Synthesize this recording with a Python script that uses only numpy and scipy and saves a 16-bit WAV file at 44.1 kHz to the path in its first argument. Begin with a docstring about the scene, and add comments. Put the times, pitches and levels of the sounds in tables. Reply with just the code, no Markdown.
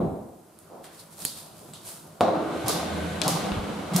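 """Linked wooden sliding doors in a bare, echoing room. First a bump dies away in a panel's modes.
Then shoes step, scuff and squeak over the floor. At 2.2 s a panel is knocked loose and rolls along
its overhead rail, rumbling and droning as the wheels shake it. From then on, as each further panel
is picked up, the wood thuds and rattles and a metal catch clacks, while dull room noise swells."""
import sys
import numpy as np
from scipy import signal
from scipy.fft import rfft, irfft, next_fast_len
from scipy.io import wavfile
from scipy.ndimage import uniform_filter1d, map_coordinates

SR = 44100
rng = np.random.default_rng(int(sys.argv[2]) if len(sys.argv) > 2 else 0)


def digitize_waveform(pressure):
    """Quantize a signal to 16-bit integers and store it at the path in sys.argv[1].

    Rows of a 2-D input are taken as channels; values are limited to [-1, 1].
    """
    field = np.atleast_2d(pressure).T
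    bounded = np.clip(field, -1, 1)
    quanta = np.round(bounded * 32767).astype(np.int16)
    wavfile.write(sys.argv[1], SR, quanta)


N = 176400
T = np.arange(N) / SR
M = next_fast_len(N + SR)  # padded transform length
HZ = np.fft.rfftfreq(M, 1 / SR)


def rolling(fine, join_s=3.28, trim_db=-4):
    """Forced vibration: wheels on the rail shake hollow panels, whose drone shifts as another joins."""
    # (time [s], relative rumble level [dB], wheel hiss level [dB], relative drone level [dB])
    levels = [(2.2, -80, -69, -78), (2.35, -28, -52.5, -66), (2.55, -30, -44.5, -43),
              (2.7, -30, -41.5, -36), (2.85, -30.5, -41, -31), (3.0, -32, -41, -30.5),
              (3.19, -30, -42, -34), (3.31, -28.5, -41.5, -49), (3.45, -29.5, -39, -26.5),
              (3.6, -27, -45, -33.5), (3.75, -31, -45, -33.5), (3.9, -32.5, -47, -41),
              (4.0, -26.5, -37, -49)]
    # spectra of the rumble and the wheel hiss (frequency [Hz], level [dB])
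    rumble_spectrum = [(30, -35), (60, -21), (115, -16.5), (160, -9.5), (250, -8), (300, -3.5), (370, -9.5),
                       (500, -9), (740, -13.5), (1000, -15.5), (1250, -16), (1550, -20), (1750, -32.5),
                       (2500, -32)]
    wheel_spectrum = [(700, -14), (1500, 5.5), (2200, 3), (3800, 2), (5500, -8), (8000, -6.5),
                      (11500, -9.5), (15000, -29)]
    # panel resonances (frequency [Hz], half-width [Hz], weight before the join [dB], weight after [dB])
    modes = [(80.7, 4.3, -4, -11), (172.2, 6.9, 1.5, -3), (205.7, 7.3, -3.5, 4.5), (304, 3.5, -23, -4),
             (430, 3.6, -39, -31), (493, 1.3, -8, 1), (615, 12, -0.5, -28), (726, 6.9, -6.5, -4.5),
             (1070, 53, -19, -19), (1521, 34, -4.5, -15)]
    rumble_db, hiss_db, drone_db = curves(levels)
    before, after = (diffuse(sum(amp(db[k]) / np.sqrt(width) * resonance(hz, width)
                                 for hz, width, *db in modes)) for k in range(2))
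    joined = np.clip((T - join_s) / 0.052, 0, 1)
    drone = amp(drone_db + trim_db) * (np.sqrt(1 - joined) * before + np.sqrt(joined) * after)
    force = amp(rumble_db + trim_db) * flutter(depth_db=1.7, samples=1500)
    rumble = force * bumps(shape(rumble_spectrum) * fine, per_s=610)
    hiss = amp(hiss_db) * bumps(shape(wheel_spectrum) * ripple(spacing_hz=30.05, depth_db=2), per_s=2900)
    return (rumble + drone + hiss) * (T > levels[0][0])


def knocks(fine, rise_per_t60=0.029):
    """Modal decay: a bumped panel's damped modes knock, light ones ring on; soft bumps lack treble."""
    # (time [s], level [dB], bass boost [dB], low-pass corner [Hz], echo gain [dB], ring gain [dB])
    impacts = [(-.03, -15.5, 13, 600, 2, -38), (2.203, -47, -16, 6000, -12, -24),
               (2.2085, -15.5, -8.5, 12100, 2.5, -18), (2.231, -28.5, -5.5, 1420, 11.5, -24),
               (2.281, -26, -4, 1790, 6.5, -13), (2.66, -36, -6, 3000, 13, -36),
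               (2.83, -30.5, -2.5, 2960, -1.5, -31)]
    # panel modes (frequency [Hz], relative level [dB], T60 [s])
    modes = [(319, 1.5, 2.46), (387, 9, 0.057), (417, 1, .9), (484, -5, 1.2), (520, 10, 0.63),
             (615, -11, 1.2), (679, -1, 1.9), (712, 24.5, 0.044), (743, -5, 2), (1083, 15.5, 0.057)]
    out = np.zeros((2, N))
    for s, db, bass_db, soft_hz, room_db, ring_db in impacts:
        lowpass = lambda hz: 1 / np.sqrt(1 + (hz / soft_hz) ** 2)
        ring = np.zeros((2, N))
        for hz, mode_db, t60 in modes:
            envelope = amp(mode_db - 60 * T / t60) * (1 - np.exp(-T / (rise_per_t60 * t60)))
            ring += lowpass(hz) * envelope * np.sin(2 * np.pi * hz * T + rng.normal(0, 0.42, (2, 1)))
        knock = strike(wood(bass_db) * fine * lowpass(HZ), t60=0.05, chatter=0.95, room_db=room_db)
        add(out, s, amp(db) * (knock + amp(ring_db) * ring))
    return out


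def thuds(rise_s=0.013, t60=0.064):
    """Damped oscillation: a panel's mass takes up the pull and swings on its hangers."""
    # (time [s], level [dB], frequency [Hz], echo gain [dB])
    jerks = [(.002, -25.5, 159.6, -1), (.02, -37.5, 69, 4), (2.641, -27.5, 129, -5.5),
             (3.045, -32.5, 169, -1), (3.104, -29, 170, -1), (3.256, -24, 158, -1),
             (3.309, -25.5, 160.4, 1), (3.513, -31, 58, -14), (3.565, -26.5, 92, -21),
             (3.58, -31, 54.3, -18), (3.623, -32, 88, -18), (3.914, -26, 181, -21),
             (3.944, -16.5, 176.3, -5)]
    out, t = np.zeros((2, N)), T[:SR // 2]
    for s, db, hz, room_db in jerks:
        swing = np.sin(2 * np.pi * hz * t) * (1 - np.exp(-(t / rise_s) ** 2)) * amp(-60 * t / t60)
        echo = signal.fftconvolve(swing[None], reverberation(), axes=1)
        add(out, s, amp(db) * blow(swing))
        add(out, s, amp(db + room_db) * blow(echo))
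    return out


def catches():
    """Hard impact: the brief contact of a metal catch excites high frequencies."""
    # (time [s], level [dB], echo gain [dB], tilt [dB/octave], left-right [dB], ring [Hz], boost [dB])
    contacts = [(2.662, -48, 18.5, -2, -12, 4300, -8), (2.6826, -26.5, 6, 9, -3, 3300, 7),
                (3.2167, -25.5, -1, -2.5, 8.5, 3600, 6), (3.222, -33.5, 0.5, -9, 11, 1450, 2),
                (3.235, -39, 11.5, 2, 7, 1250, 18), (3.2800, -25, 3.5, 7, 0, 6960, -1),
                (3.519, -38, 5.5, -11.5, 9, 2840, 12), (3.936, -45, 16.5, -1.5, -3, 4360, -10),
                (3.9627, -25.5, 2.5, 9.5, -4, 8700, 0), (3.9667, -30, 0, 8, 3, 10000, -2)]
    # (frequency [Hz], level [dB])
    spectrum = [(300, -20), (1200, -9.5), (2300, -6.5), (3300, 2), (4400, 4.5), (5600, 1.5), (7500, -1),
                (10500, -5), (12500, -10), (14500, -19), (15700, -26)]
    return clicks(contacts, spectrum, chatter=0.93)


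def rattles(fine):
    """Repeated impact: each jerk sets a hollow panel chattering against its guides."""
    # (peak time [s], rise [s], fall [s], level [dB])
    jerks = [(2.7, 0.052, 0.077, -31.5), (2.85, 0.1, .13, -39.5), (3.3, 0.06, 0.11, -29.5),
             (3.4, 0.028, 0.099, -36.5), (3.97, 0.038, .1, -30.5)]
    # (frequency [Hz], level [dB])
    spectrum = [(300, -13), (520, -7), (620, 0.5), (790, 3.5), (950, -1), (1200, -2), (1550, -23),
                (2200, -20)]
    force = sum(swell(*row) for row in jerks)
    return force * flutter(depth_db=3, samples=600) * bumps(shape(spectrum) * fine, per_s=260)


def walking(soft_hz=1500):
    """Soft impact and sliding friction: shoes fall dully on the boards and scuff with a grainy noise."""
    # (time [s], level [dB], bass boost [dB], echo gain [dB])
    steps = [(0.699, -51, -8, 12), (.718, -50.5, -5, 13), (.745, -52.5, -18, 12.5), (1.185, -47, -5, 0.5),
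             (1.221, -43, 34, -2), (1.25, -38.5, 23, -13), (1.43, -72, -29, 26), (1.609, -51.5, 11, 10),
             (1.687, -44, 19, 0.5), (2.039, -62, 6, 16)]
    # (peak time [s], rise [s], fall [s], level [dB])
    scuffs = [(.852, 0.017, 0.023, -49), (.955, 0.035, 0.024, -51.5), (1.0, 0.022, 0.066, -49.5),
              (1.14, 0.028, 0.016, -51.5), (1.229, 0.045, 0.065, -39), (1.385, 0.025, 0.077, -43.5),
              (1.61, 0.066, 0.36, -53.5), (1.888, 0.037, 0.085, -39.5)]
    # (frequency [Hz], level [dB])
    scuff_spectrum = [(300, -3.5), (1000, -0.5), (2000, -8.5), (3000, -5), (4400, -1), (6000, -3),
                      (9000, 3.5), (12000, 0), (14500, -6), (15700, -14)]
    out = np.zeros((2, N))
    for s, db, bass_db, room_db in steps:
        boards = wood(bass_db) / (1 + (HZ / soft_hz) ** 4)
        add(out, s, amp(db) * strike(boards, t60=0.12, chatter=2.8, room_db=room_db))
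    stroke = sum(swell(*row) for row in scuffs)
    return out + stroke * flutter(depth_db=1.5, samples=120) * diffuse(shape(scuff_spectrum))


def ticks():
    """Impulsive excitation: small hard contacts tick and snap underfoot."""
    # (time [s], level [dB], echo gain [dB], tilt [dB/octave], left-right [dB], ring [Hz], boost [dB])
    contacts = [(.589, -53, 2, 6, -7, 9400, 4), (.843, -50.5, 8, -3.5, -4, 1930, 11),
                (1.2513, -24.5, -6, 1.5, -4.5, 4390, -7), (1.2538, -38, 7, 4.5, 11, 4520, 12),
                (1.736, -49, 9, -1.5, -1, 5500, 4)]
    # (frequency [Hz], level [dB])
    spectrum = [(300, -15), (1000, -7), (2300, -13), (3500, -1.5), (4500, -2), (5800, -6.5), (8000, 0.5),
                (11000, 0.5), (13000, -8), (15700, -16)]
    return clicks(contacts, spectrum, chatter=0.48)


def squeaks():
    """Stick-slip friction: a sole sounds for a moment in one narrow band."""
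    # (peak time [s], rise [s], fall [s], level [dB], frequency [Hz], half-width [Hz])
    slips = [(1.0, .015, .025, -51, 4470, 900), (1.256, 0.0033, 0.036, -38, 4500, 450),
             (1.737, 0.002, 0.0046, -40, 8100, 550), (1.756, 0.018, .025, -50.5, 3480, 700)]
    return sum(swell(*envelope) * diffuse(1 / (1 + ((HZ - hz) / width) ** 4))
               for *envelope, hz, width in slips)


def background(ring_db=-8.5, hiss_db=-61.5):
    """Ambient noise: a dull, swelling diffuse field with a few resonances, and a faint steady hiss."""
    # (time [s], level [dB])
    noise_level = [(0, -77), (.65, -53), (1.1, -52.5), (1.4, -51), (2.1, -50.5), (4, -38.5)]
    # (frequency [Hz], level [dB])
    noise_spectrum = [(25, -15), (60, -9), (100, -1), (160, 5.5), (260, -5), (450, -2.5), (650, -4.5),
                      (1000, -6), (1400, -8.5), (2000, -21.5), (5000, -20)]
    hiss_spectrum = [(1000, 8), (3000, -1), (6000, 1), (9000, 6), (12000, 4), (14500, 2.5), (15700, -23)]
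    # (frequency [Hz], half-width [Hz], relative level [dB])
    resonances = [(151.6, 3.5, -6), (337.6, 8.4, -0.5), (615.4, 5.5, 1.5), (668, 6.8, 0.5)]
    level_db, = curves(noise_level)
    rings = diffuse(sum(amp(db) * resonance(hz, width) for hz, width, db in resonances))
    noise = diffuse(shape(noise_spectrum) * ripple(spacing_hz=16, depth_db=2.5))
    hiss = amp(hiss_db) * diffuse(shape(hiss_spectrum))
    return amp(level_db) * unit(noise + amp(ring_db) * rings) + hiss


def wood(bass_db, corner_hz=260):
    """Frequency response of struck wood; soft, heavy contacts have more bass."""
    # (frequency [Hz], level [dB])
    spectrum = [(30, -56), (65, -22), (95, -9.5), (150, -8), (200, 0), (320, -3), (430, -2), (520, -1.5),
                (630, -1), (730, -1.5), (850, -6), (1100, -10), (1450, -19), (1800, -26), (3200, -30.5),
                (3950, -22), (4700, -32), (10000, -36.5), (15000, -47)]
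    return shape(spectrum) * amp(bass_db / (1 + (HZ / corner_hz) ** 2))


def clicks(contacts, spectrum, chatter):
    """Resonant filtering gives each hard contact its own brightness and ring."""
    out = np.zeros((2, N))
    for s, db, room_db, tilt_db, pan_db, ring_hz, ring_db in contacts:
        tilt = tilt_db * np.log2(np.maximum(HZ, 1000) / 1000)
        ring = ring_db * resonance(ring_hz, 0.42 * ring_hz)
        gain = shape(spectrum) * ripple(spacing_hz=69.4, depth_db=1.0) * amp(tilt + ring)
        add(out, s, amp(db) * strike(gain, t60=0.012, chatter=chatter, room_db=room_db, pan_db=pan_db))
    return out


def strike(gain, t60, chatter, room_db, pan_db=0, contact_s=0.00054):
    """Source and filter: a contact, its brief chatter and the room's echo share one response."""
    colour, t = minimum_phase(gain), T[:SR // 2]
    rattle = blow(rng.standard_normal(len(t)) * amp(-60 * t / t60))
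    contact = blow(rng.standard_normal(len(t)) * np.exp(-t / contact_s))
    direct = blow(filtered(contact + chatter * rattle, colour)) * amp([[pan_db / 2], [-pan_db / 2]])
    return direct + amp(room_db) * blow(filtered(reverberation(), colour))


def bumps(gain, per_s, room_db=20.5):
    """Shot noise: tiny random impacts ring a body, under diffuse room sound of the same colour."""
    impulses = rng.standard_normal(N) * (rng.random(N) < per_s / SR)
    return unit(unit(filtered(impulses, gain)) + amp(room_db) * diffuse(gain))


def reverberation(rise_s=0.0032):
    """A fresh room impulse response: each frequency decays exponentially at its own rate."""
    # (frequency [Hz], T60 [s])
    decay_times = [(60, 0.48), (200, 0.81), (600, 0.93), (1500, 1), (4000, 0.78), (8000, 0.47),
                   (14000, .42)]
    hz, t, bands = signal.stft(diffuse(1)[:, :3 * SR // 2], SR, nperseg=256)
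    decay = amp(-60 * t / along(decay_times, hz)[:, None])
    echo = signal.istft(bands * decay, SR, nperseg=256)[1]
    return echo * (1 - np.exp(-T[:echo.shape[1]] / rise_s))


def diffuse(gain):
    """Diffuse field: coloured noise from all round, most alike left and right in the bass."""
    # (frequency [Hz], left-right correlation [0-1])
    correlation = [(60, 0.9), (140, 1), (260, 0.81), (500, 0.7), (1000, 0.42), (2500, 0.55), (6000, 0.29),
                   (12000, 0.023)]
    angle = np.arccos(np.clip(along(correlation, HZ), -1, 1)) / 2
    mid, side = filtered(rng.standard_normal((2, N)), gain * np.array([np.cos(angle), np.sin(angle)]))
    return unit(np.array([mid + side, mid - side]))


def resonance(hz, half_width):
    """Lorentzian peak of height 1."""
    return 1 / (1 + ((HZ - hz) / half_width) ** 2)


def ripple(spacing_hz, depth_db):
    """Modal overlap: many close resonances, as a random gain over frequency."""
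    knots = rng.standard_normal(8192)
    return amp(depth_db * map_coordinates(knots, [HZ / spacing_hz], mode="wrap"))


def swell(s, rise, fall, db):
    """Gaussian rise to a peak at time s, then exponential decay."""
    return amp(db) * np.exp(-np.where(T < s, ((T - s) / rise) ** 2, (T - s) / fall))


def flutter(depth_db, samples):
    """Random amplitude modulation, smoothed over this many samples."""
    return unit(amp(depth_db * unit(uniform_filter1d(rng.standard_normal(N), size=samples))))


def shape(points):
    """Spectral envelope as a gain, falling 13 dB per octave beyond its ends."""
    octaves_below = np.maximum(np.log2(points[0][0] / (HZ + 1)), 0)
    octaves_above = np.maximum(np.log2((HZ + 1) / points[-1][0]), 0)
    return amp(along(points, HZ) - 13 * (octaves_below + octaves_above))


def minimum_phase(gain):
    """Causality: the response with this gain that never sounds early."""
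    cepstrum = irfft(np.log(np.maximum(gain, 1e-6)), M)
    cepstrum[1:M // 2] *= 2
    cepstrum[M // 2 + 1:] = 0
    return np.exp(rfft(cepstrum))


def filtered(x, gain):
    """Linear filtering of x by a frequency response."""
    return irfft(rfft(x, M) * gain, M)[..., :N]


def along(points, hz):
    """Interpolation of (frequency [Hz], value) points on a log axis."""
    f, values = np.transpose(points)
    return np.interp(np.log(hz + 1), np.log(f + 1), values)


def curves(rows):
    """Interpolation to every sample of each column after the time."""
    s, *columns = np.transpose(rows)
    return [np.interp(T, s, column) for column in columns]


def add(out, s, x):
    """Superposition of x on out from time s."""
    i = round(s * SR)
    x = x[..., max(-i, 0):N - i]
    out[:, max(i, 0):max(i, 0) + x.shape[-1]] += x


def amp(db):
    """Decibels to amplitude ratio."""
    return 10 ** (np.asarray(db) / 20)


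def unit(x):
    """Normalisation to rms 1."""
    return x / np.sqrt(np.mean(x ** 2) + 1e-20)


def blow(x):
    """Normalisation to the energy of 10 ms at rms 1."""
    return unit(x) * np.sqrt(.01 * SR / x.shape[-1])


def scene():
    """Superposition of doors, feet and room."""
    fine = ripple(spacing_hz=16, depth_db=1.5)  # the panels' close resonances
    hard_contacts = catches() + ticks()
    panels = knocks(fine) + thuds() + rolling(fine) + rattles(fine)
    return hard_contacts + panels + walking() + squeaks() + background()


def record(dry, top_hz=15700):
    """Band-limited stereo pickup; the right microphone is a little brighter."""
    # (frequency [Hz], left-right [dB])
    balance = [(60, 3.0), (200, -1.5), (600, 0.0), (4000, 0.2), (8000, 0.1), (12000, -3.0)]
    lean_db = along(balance, HZ)
    fade_in = np.minimum(T / .004, 1)
    return filtered(dry * fade_in, amp(np.array([lean_db, -lean_db]) / 2) * (HZ < top_hz))


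dry = scene()
out = record(dry)
digitize_waveform(out)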